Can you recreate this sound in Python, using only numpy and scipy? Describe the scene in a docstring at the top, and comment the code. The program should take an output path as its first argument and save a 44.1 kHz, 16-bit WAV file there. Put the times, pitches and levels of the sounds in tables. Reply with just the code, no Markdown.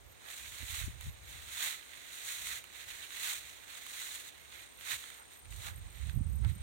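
"""A grassy hilltop in light wind, on the two microphone ports of a small hand-held camera.
From the start a cricket trills in the grass to the left and a katydid rasps to the right, over quiet air.
In the first second or so eddies thump the ports. Close by, dry rustles (grass blades or a jacket sleeve)
swell again and again, with a few sharp ticks. Near five seconds both insects sing louder, and after six
the strongest gusts buffet the right port."""
import sys
import numpy as np
from scipy import signal
from scipy.fft import rfft, irfft
from scipy.io import wavfile
from scipy.ndimage import uniform_filter1d

SR = 44100
rng = np.random.default_rng(int(sys.argv[2]) if len(sys.argv) > 2 else 0)


def store_pcm(level_fs):
    """Save levels as 16-bit WAV."""
    pcm = np.round(np.clip(level_fs, -1, 1) * 32767).astype(np.int16)
    wavfile.write(sys.argv[1], SR, np.atleast_2d(pcm).T)


N = 291942
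TIME = np.arange(N) / SR
FREQ = np.arange(N // 2 + 1) * SR / N
PORT_LAG_S = 0.000344  # the right port hears this much later


def rustle():
    """Close by, dry surfaces catch and slip; harder rubbing makes the slips denser and brighter."""
    # tone of the rustle at each port: frequency_hz, left_db, right_db
    tone = [(300.0, -32.5, -22.5), (740, -17.5, -12), (1230, -17.5, -6.5), (2020, -19, 2),
            (2940, -17.5, -3.5), (3810, -18.5, 1.5), (4260, -20.9, -3.5), (4990, -20.5, -18),
            (6730, -7.5, -9), (7300, -8, -15), (9330, -9.5, -16.5), (10800, -20, -19.5),
            (11500, -28.5, -14.5), (15200, -31, -15)]
    # how much of it both ports share: frequency_hz, power_share
    likeness = [(300, 0.86), (1000, 0.99), (2300, 0.2), (4000, 0.63), (6800, 0), (10000, 0), (15000, 0.6)]
    # dull scuffs where the rubbing bites: peak_s, level_db, half_length_s
    scuffs = [(.27, -58, 0.028), (1.67, -55, 0.0091), (4.936, -67, 0.02), (5.209, -55, 0.022),
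              (5.681, -54.5, 0.043), (6.451, -47, 0.013)]
    rub_db, bright_db = rubbing()
    effort_db = rub_db + 51
    grains = slips(per_s=2400 * undb(0.62 * effort_db), spread_db=2.5, hiss=0.99)
    grains *= undb(0.98 * walk(64))
    heard = ports(grains[0], grains[1:], likeness)
    friction = colour(heard, tone)
    high, top = treble(friction, hz=4680), treble(friction, hz=11100)
    body = (friction - high) / np.std((friction - high).mean(axis=0))
    top_gain = undb(0.084 * effort_db + 1.4)
    sheen = (high + top * (top_gain - 1)) / np.std(high.mean(axis=0))
    swish = body * undb(-2 + 0.82 * walk(25)) + sheen * undb(bright_db + 0.48 * walk(23))
    scuff = unit(band(heard, hz=1200, width_hz=1400))
    bite = sum(undb(db) * swell(s, half_s, 0, half_s) for s, db, half_s in scuffs)
    return swish * undb(rub_db) + scuff * pan(-8) * bite


def rubbing(contact_treble_db=-5):
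    """Level and treble of the rubbing in dB: overlapping strokes add in power to the light contact."""
    # light contact that goes on between strokes: time_s, level_db
    contact = [(0, -69.5), (.3, -58.5), (1.15, -62.5), (1.8, -58.5), (4.45, -59), (4.75, -63), (5.45, -67),
               (5.85, -63), (6.25, -69.5), (6.62, -63.5)]
    # rubbing strokes near the microphone: peak_s, level_db, rise_s, hold_s, fade_s, treble_db
    strokes = [(0.31, -53.5, 0.057, 0.27, 0.093, 1), (0.711, -47.5, 0.096, 0.096, 0.078, -0.5),
               (1.027, -57, 0.028, 0.061, 0.018, 0), (1.299, -56, 0.064, 0.087, .1, -2),
               (1.643, -41.5, .12, 0.014, 0.086, -1.5), (1.934, -57, 0.065, 0.16, .06, -4),
               (2.136, -53.5, .05, .05, 0.078, 1), (2.29, -47.5, 0.067, 0.032, .11, 1.5),
               (2.507, -47, 0.16, 0.059, 0.031, -0.5), (2.76, -53.5, 0.037, 0.047, 0.061, -3),
               (2.893, -52, .03, 0.15, 0.024, -3), (3.258, -43.5, 0.12, 0.049, 0.084, -1),
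               (3.465, -59, 0.16, 0.067, 0.19, 0), (3.702, -53.5, 0.028, 0.07, 0.031, -3.5),
               (3.977, -50, 0.17, .18, 0.075, 0.5), (4.264, -55.5, 0.042, 0.025, 0.012, 1.5),
               (4.523, -55, .02, 0.11, 0.046, -6.5), (4.921, -42.5, 0.072, 0.019, .03, -2.5),
               (4.986, -53.5, 0.032, 0.078, .15, -2.5), (5.32, -59, 0.048, 0.036, 0.027, -5),
               (5.535, -60, 0.052, 0.074, .05, 3), (5.663, -50, 0.049, 0.017, 0.027, -1),
               (6.071, -56.5, 0.16, 0.023, 0.03, -6), (6.487, -58, 0.04, 0.017, 0.019, -6),
               (6.604, -60, 0.019, .02, .04, -13)]
    power = undb(curves(contact)[0]) ** 2
    weighted_treble = power * contact_treble_db
    for s, db, rise_s, hold_s, fade_s, treble_db in strokes:
        stroke_power = (undb(db) * swell(s, rise_s, hold_s, fade_s)) ** 2
        power += stroke_power
        weighted_treble += stroke_power * treble_db
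    return 10 * np.log10(power), weighted_treble / power


def slips(per_s, spread_db, hiss):
    """Three streams of tiny slips, most weak and a few strong, over the hiss of countless smaller ones."""
    hit = rng.random((3, N)) < per_s / SR
    size = undb(spread_db * np.minimum(rng.exponential(size=(3, N)), 5))
    crackle = unit(hit * size * rng.choice([-1, 1], (3, N)))
    return unit(crackle + hiss * rng.standard_normal((3, N)))


def ticks(decay_s=0.0025, gain_db=1.5):
    """A stiff bit snaps free: a crack that dies within milliseconds and reaches the right port later."""
    # single cracks: start_s, relative_level_db, relative_treble_db
    cracks = [(1.0097, -39.5, -4), (1.4235, -45, -4), (1.915, -49, -6), (1.934, -40, -23),
              (2.1044, -43, -29), (2.305, -35, -7), (2.4698, -32.5, -14), (2.5794, -40, -5),
              (2.6408, -38, -9), (3.105, -38.5, -13), (3.8647, -39, -6), (4.5234, -44.5, -14),
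              (4.81, -37.5, -13), (5.0392, -37, -22), (5.1014, -44, -2), (5.4541, -50, -15),
              (5.523, -43.5, -9), (6.095, -37, -17), (6.447, -40.5, -13)]
    # tone of a crack's treble: frequency_hz, gain_db
    snap_tone = [(3000, -30), (5200, -18), (6600, -4), (8500, -3), (10500, -7), (15000, -6)]
    knocks, snaps = np.zeros((2, N))
    age = np.arange(SR // 50) / SR
    knock_filter = signal.butter(3, [1200, 3900], "band", fs=SR, output="sos")
    for s, db, bright_db in cracks:
        crack = rng.standard_normal(len(age)) * np.exp(-age / decay_s)
        knock = signal.sosfilt(knock_filter, crack)
        at = slice(int(s * SR), int(s * SR) + len(age))
        knocks[at] += undb(db) * knock / np.abs(knock).max()
        snaps[at] += undb(db + bright_db) * crack / np.abs(crack).max()
    snaps = undb(13) * colour(snaps, snap_tone)
    left, right = undb(gain_db) * (pan(-23) * knocks + pan(2) * snaps)
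    return np.array([left, np.roll(right, int(PORT_LAG_S * SR))])


def buffeting():
    """Turbulence presses on each port separately; the strongest eddies are single push-pull thumps."""
    # tone of wind on the microphone: frequency_hz, gain_db
    tone = [(15, -54), (30, -38), (52, 6), (72, 7.5), (110, -1), (170, -13.5), (250, -30), (400, -38),
            (900, -77)]
    # single eddies that hit a port: peak_s, level_db, left_minus_right_db, half_length_s
    eddies = [(0.631, -45, -17, 0.0012), (0.845, -34.5, -30, 0.0032), (0.882, -38.5, 20, 0.0011),
              (1.07, -43, 6, 0.0018), (6.175, -24.5, -23, 0.0019), (6.21, -27.5, -26, 0.0015)]
    rumble = unit(colour(rng.standard_normal((2, N)), tone))
    # the gust sets the strength, so the rumble's own swings are partly evened out
    rumble = unit(rumble / uniform_filter1d(rumble ** 2, SR // 20) ** 0.5)
    wind = rumble * flow()
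    for s, db, side_db, half_s in eddies:
        offset = (TIME - s) / half_s
        wind += undb(db) * pan(side_db) * (1 - offset ** 2) * np.exp(-offset ** 2 / 2)
    return wind


def flow(breeze_db=-71, breeze_side_db=-3.5):
    """Strength of the wind at each port: gusts, each favouring one side, over a light breeze."""
    # gusts on the microphone: peak_s, level_db, rise_s, hold_s, fade_s, left_minus_right_db
    gusts = [(0.05, -57.5, 0.047, 0.017, 0.082, -11), (.42, -59, 0.044, 0.13, .03, -21),
             (0.616, -44, 0.013, 0.019, 0.026, -27), (.715, -45.5, .02, .02, 0.025, -21),
             (0.805, -42.5, 0.023, 0.026, 0.025, -23), (0.878, -39.5, .015, 0.013, 0.02, 15),
             (0.943, -50, .03, 0.17, 0.039, -16), (1.067, -40, 0.012, 0.017, 0.022, 4),
             (1.196, -55.5, 0.067, 0.22, .13, 6), (2.43, -61, 0.053, 0.1, 0.042, 9),
             (2.795, -67.5, 0.043, 0.19, 0.066, 6), (3.39, -67, .03, 0.17, .04, 5),
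             (4.44, -67, 0.051, .17, .04, -23), (4.797, -59, .02, 0.0089, 0.017, -34),
             (4.937, -58, 0.022, 0.022, .03, -20), (5.518, -46, 0.053, 0.081, .04, -29),
             (5.674, -46.5, .03, 0.2, 0.033, -7), (6.047, -36, 0.063, 0.045, 0.033, -22),
             (6.17, -31, 0.032, 0.041, 0.024, -19), (6.262, -34.5, 0.029, 0.15, .025, -18),
             (6.438, -28, 0.024, .04, 0.046, -21), (6.62, -40, 0.044, 0.022, 0.035, -4)]
    power = (undb(breeze_db) * pan(breeze_side_db)) ** 2
    for s, db, rise_s, hold_s, fade_s, side_db in gusts:
        power = power + (undb(db) * pan(side_db) * swell(s, rise_s, hold_s, fade_s)) ** 2
    return np.sqrt(power)


def katydid(strokes_per_s=55, chirp_s=0.09):
    """In the grass to the right: evenly spaced chirps of rasping wing strokes, each louder than the last."""
    # bouts of chirping: start_s, end_s, chirp_period_s, relative_level_db
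    bouts = [(0.038, .92, .187, -60.5), (1.045, 1.37, .185, -59), (1.774, 3.04, .187, -64),
             (3.556, 4.5, .194, -63.5), (4.534, 6.62, .194, -58)]
    # tone of the wings' rasp: frequency_hz, gain_db
    tone = [(9000, -41), (10900, -26), (11700, -1), (12400, -2), (13000, -3), (14000, -16), (16000, -33)]
    strokes = np.zeros(N)
    for start, end, period_s, db in bouts:
        age = (TIME - start) % period_s
        singing = (TIME >= start) & (TIME < end) & (age < chirp_s)
        crescendo = 0.5 + age / chirp_s
        strokes += undb(db) * singing * crescendo * np.sin(np.pi * age * strokes_per_s) ** 2
    rasp = unit(colour(rng.standard_normal((2, N)), tone))
    song = scatter(rasp * strokes, echo=0.7, decay_s=0.012)
    return song * pan(-16) * undb(-3 + 0.8 * walk(20))


def cricket(roughness=0.5):
    """To the left: each wing stroke starts as a high note, then fades and falls as the scraper slows."""
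    # course of the trill: time_s, strokes_per_s, level_db, pitch_hz
    trill = [(0, 34.7, -71, 8800), (1.2, 35.8, -67, 8820), (3, 35.5, -68, 8850), (4.4, 35.5, -68, 8900),
             (4.7, 35.5, -64, 8900), (5.2, 35.5, -61.5, 8900), (5.8, 35.4, -63.5, 8820),
             (6.62, 35.1, -62.5, 8780)]
    strokes_per_s, db, hz = curves(trill)
    stroke_phase = np.cumsum(strokes_per_s * (1 + 0.01 * walk(13.6))) / SR % 1
    follow_through = 0.45 * undb(0.5 * (db + 63))  # harder singing draws the stroke out
    push = np.exp(-((stroke_phase - 0.3) / 0.14) ** 2)
    push += follow_through * np.exp(-((stroke_phase - 0.56) / 0.16) ** 2)
    pitch_hz = hz - 2400 * np.maximum(stroke_phase - 0.37, 0) + 95 * walk(300)
    note = push * np.sin(2 * np.pi * np.cumsum(pitch_hz) / SR) * (1 + roughness * walk(380))
    song = scatter(note, echo=0.6, decay_s=0.014)
    return unit(song) * undb(db) * pan(12)


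def scatter(call, echo, decay_s):
    """Stems and ground add a short diffuse tail to an insect's call, different at each port."""
    age = np.arange(SR // 12) / SR
    tail = rng.standard_normal((2, len(age))) * np.exp(-age / decay_s)
    tail = echo * tail / np.sqrt(np.sum(tail ** 2, axis=1, keepdims=True))
    return call + signal.fftconvolve(np.atleast_2d(call), tail, axes=1)[:, :N]


def air(level_db=-61):
    """Wind over the far slopes: a soft, nearly steady hiss."""
    # tone of the distant wind: frequency_hz, left_db, right_db
    tone = [(30, -22, -22), (80, -1, -1), (160, -7, -7), (280, -6, -4), (500, -6, -4), (900, -8, -8),
            (1500, -12, -10), (2200, -14, -11), (3600, -19, -16), (5000, -22, -20), (6800, -16, -19),
            (10300, -27, -27), (14500, -23, -22)]
    # how much of it both ports share: frequency_hz, power_share
    likeness = [(100, 0.93), (400, 0.56), (1000, 0.06), (3000, 0), (8000, 0)]
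    noise = rng.standard_normal((3, N))
    bed = unit(colour(ports(noise[0], noise[1:], likeness), tone))
    return bed * undb(level_db + 0.088 * walk(14))


def ports(common, own, likeness, bass_turn_rad=2.73):
    """A wide stereo pair: the right port hears shared sound later, its lows nearly in opposite phase."""
    share = np.clip(spectra(likeness)[0], 0, 1)
    turn = np.maximum(bass_turn_rad, 2 * np.pi * FREQ * PORT_LAG_S)
    shared = rfft(common) * np.array([np.ones(len(FREQ)), np.exp(-1j * turn)])
    return irfft(np.sqrt(share) * shared + np.sqrt(1 - share) * rfft(own), N)


def pan(left_minus_right_db):
    """Left and right gains of mean power 1."""
    gains = undb(np.array([[left_minus_right_db], [-left_minus_right_db]]) / 2)
    return gains / np.sqrt(np.mean(gains ** 2, axis=0))


def swell(peak_s, rise_s, hold_s, fade_s, roundness=1.32):
    """An envelope that swells to 1 at peak_s, holds and fades."""
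    away = np.maximum(peak_s - TIME, 0) / rise_s + np.maximum(TIME - peak_s - hold_s, 0) / fade_s
    return np.exp(-np.minimum(away, 8) ** roundness)


def walk(rate_hz):
    """A smooth random drift of rms 1, with little motion faster than rate_hz."""
    return unit(irfft(rfft(rng.standard_normal(N)) * np.exp(-(FREQ / rate_hz) ** 2), N))


def undb(db):
    """Decibels to gain."""
    return 10 ** (np.asarray(db) / 20)


def unit(x):
    """Scale to rms 1."""
    return x / np.sqrt(np.mean(x ** 2))


def curves(table):
    """The columns of a time table at every sample."""
    s, *columns = np.transpose(table)
    return [np.interp(TIME, s, column) for column in columns]


def spectra(table):
    """The columns of a frequency table at every bin."""
    hz, *columns = np.transpose(table)
    return np.array([np.interp(np.log(FREQ + 1), np.log(hz), column) for column in columns])


def colour(x, tone):
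    """Filter by a table of frequency_hz and one or two columns of gain_db."""
    return irfft(rfft(x) * undb(spectra(tone)), N)


def band(x, hz, width_hz):
    """One smooth band with steep skirts."""
    return irfft(rfft(x) / (1 + (2 * (FREQ - hz) / width_hz) ** 4), N)


def treble(x, hz):
    """The part of a sound above hz."""
    return irfft(rfft(x) * (1 - 1 / (1 + (FREQ / hz) ** 6)), N)


def scene():
    """All that reaches the two ports on the hilltop."""
    return rustle() + ticks() + buffeting() + air() + cricket() + katydid()


def record(dry):
    """The camera cuts the top steeply."""
    top_hz = 15850
    return signal.sosfilt(signal.ellip(10, 0.1, 80, top_hz, fs=SR, output="sos"), dry)


dry = scene()
out = record(dry)
store_pcm(out)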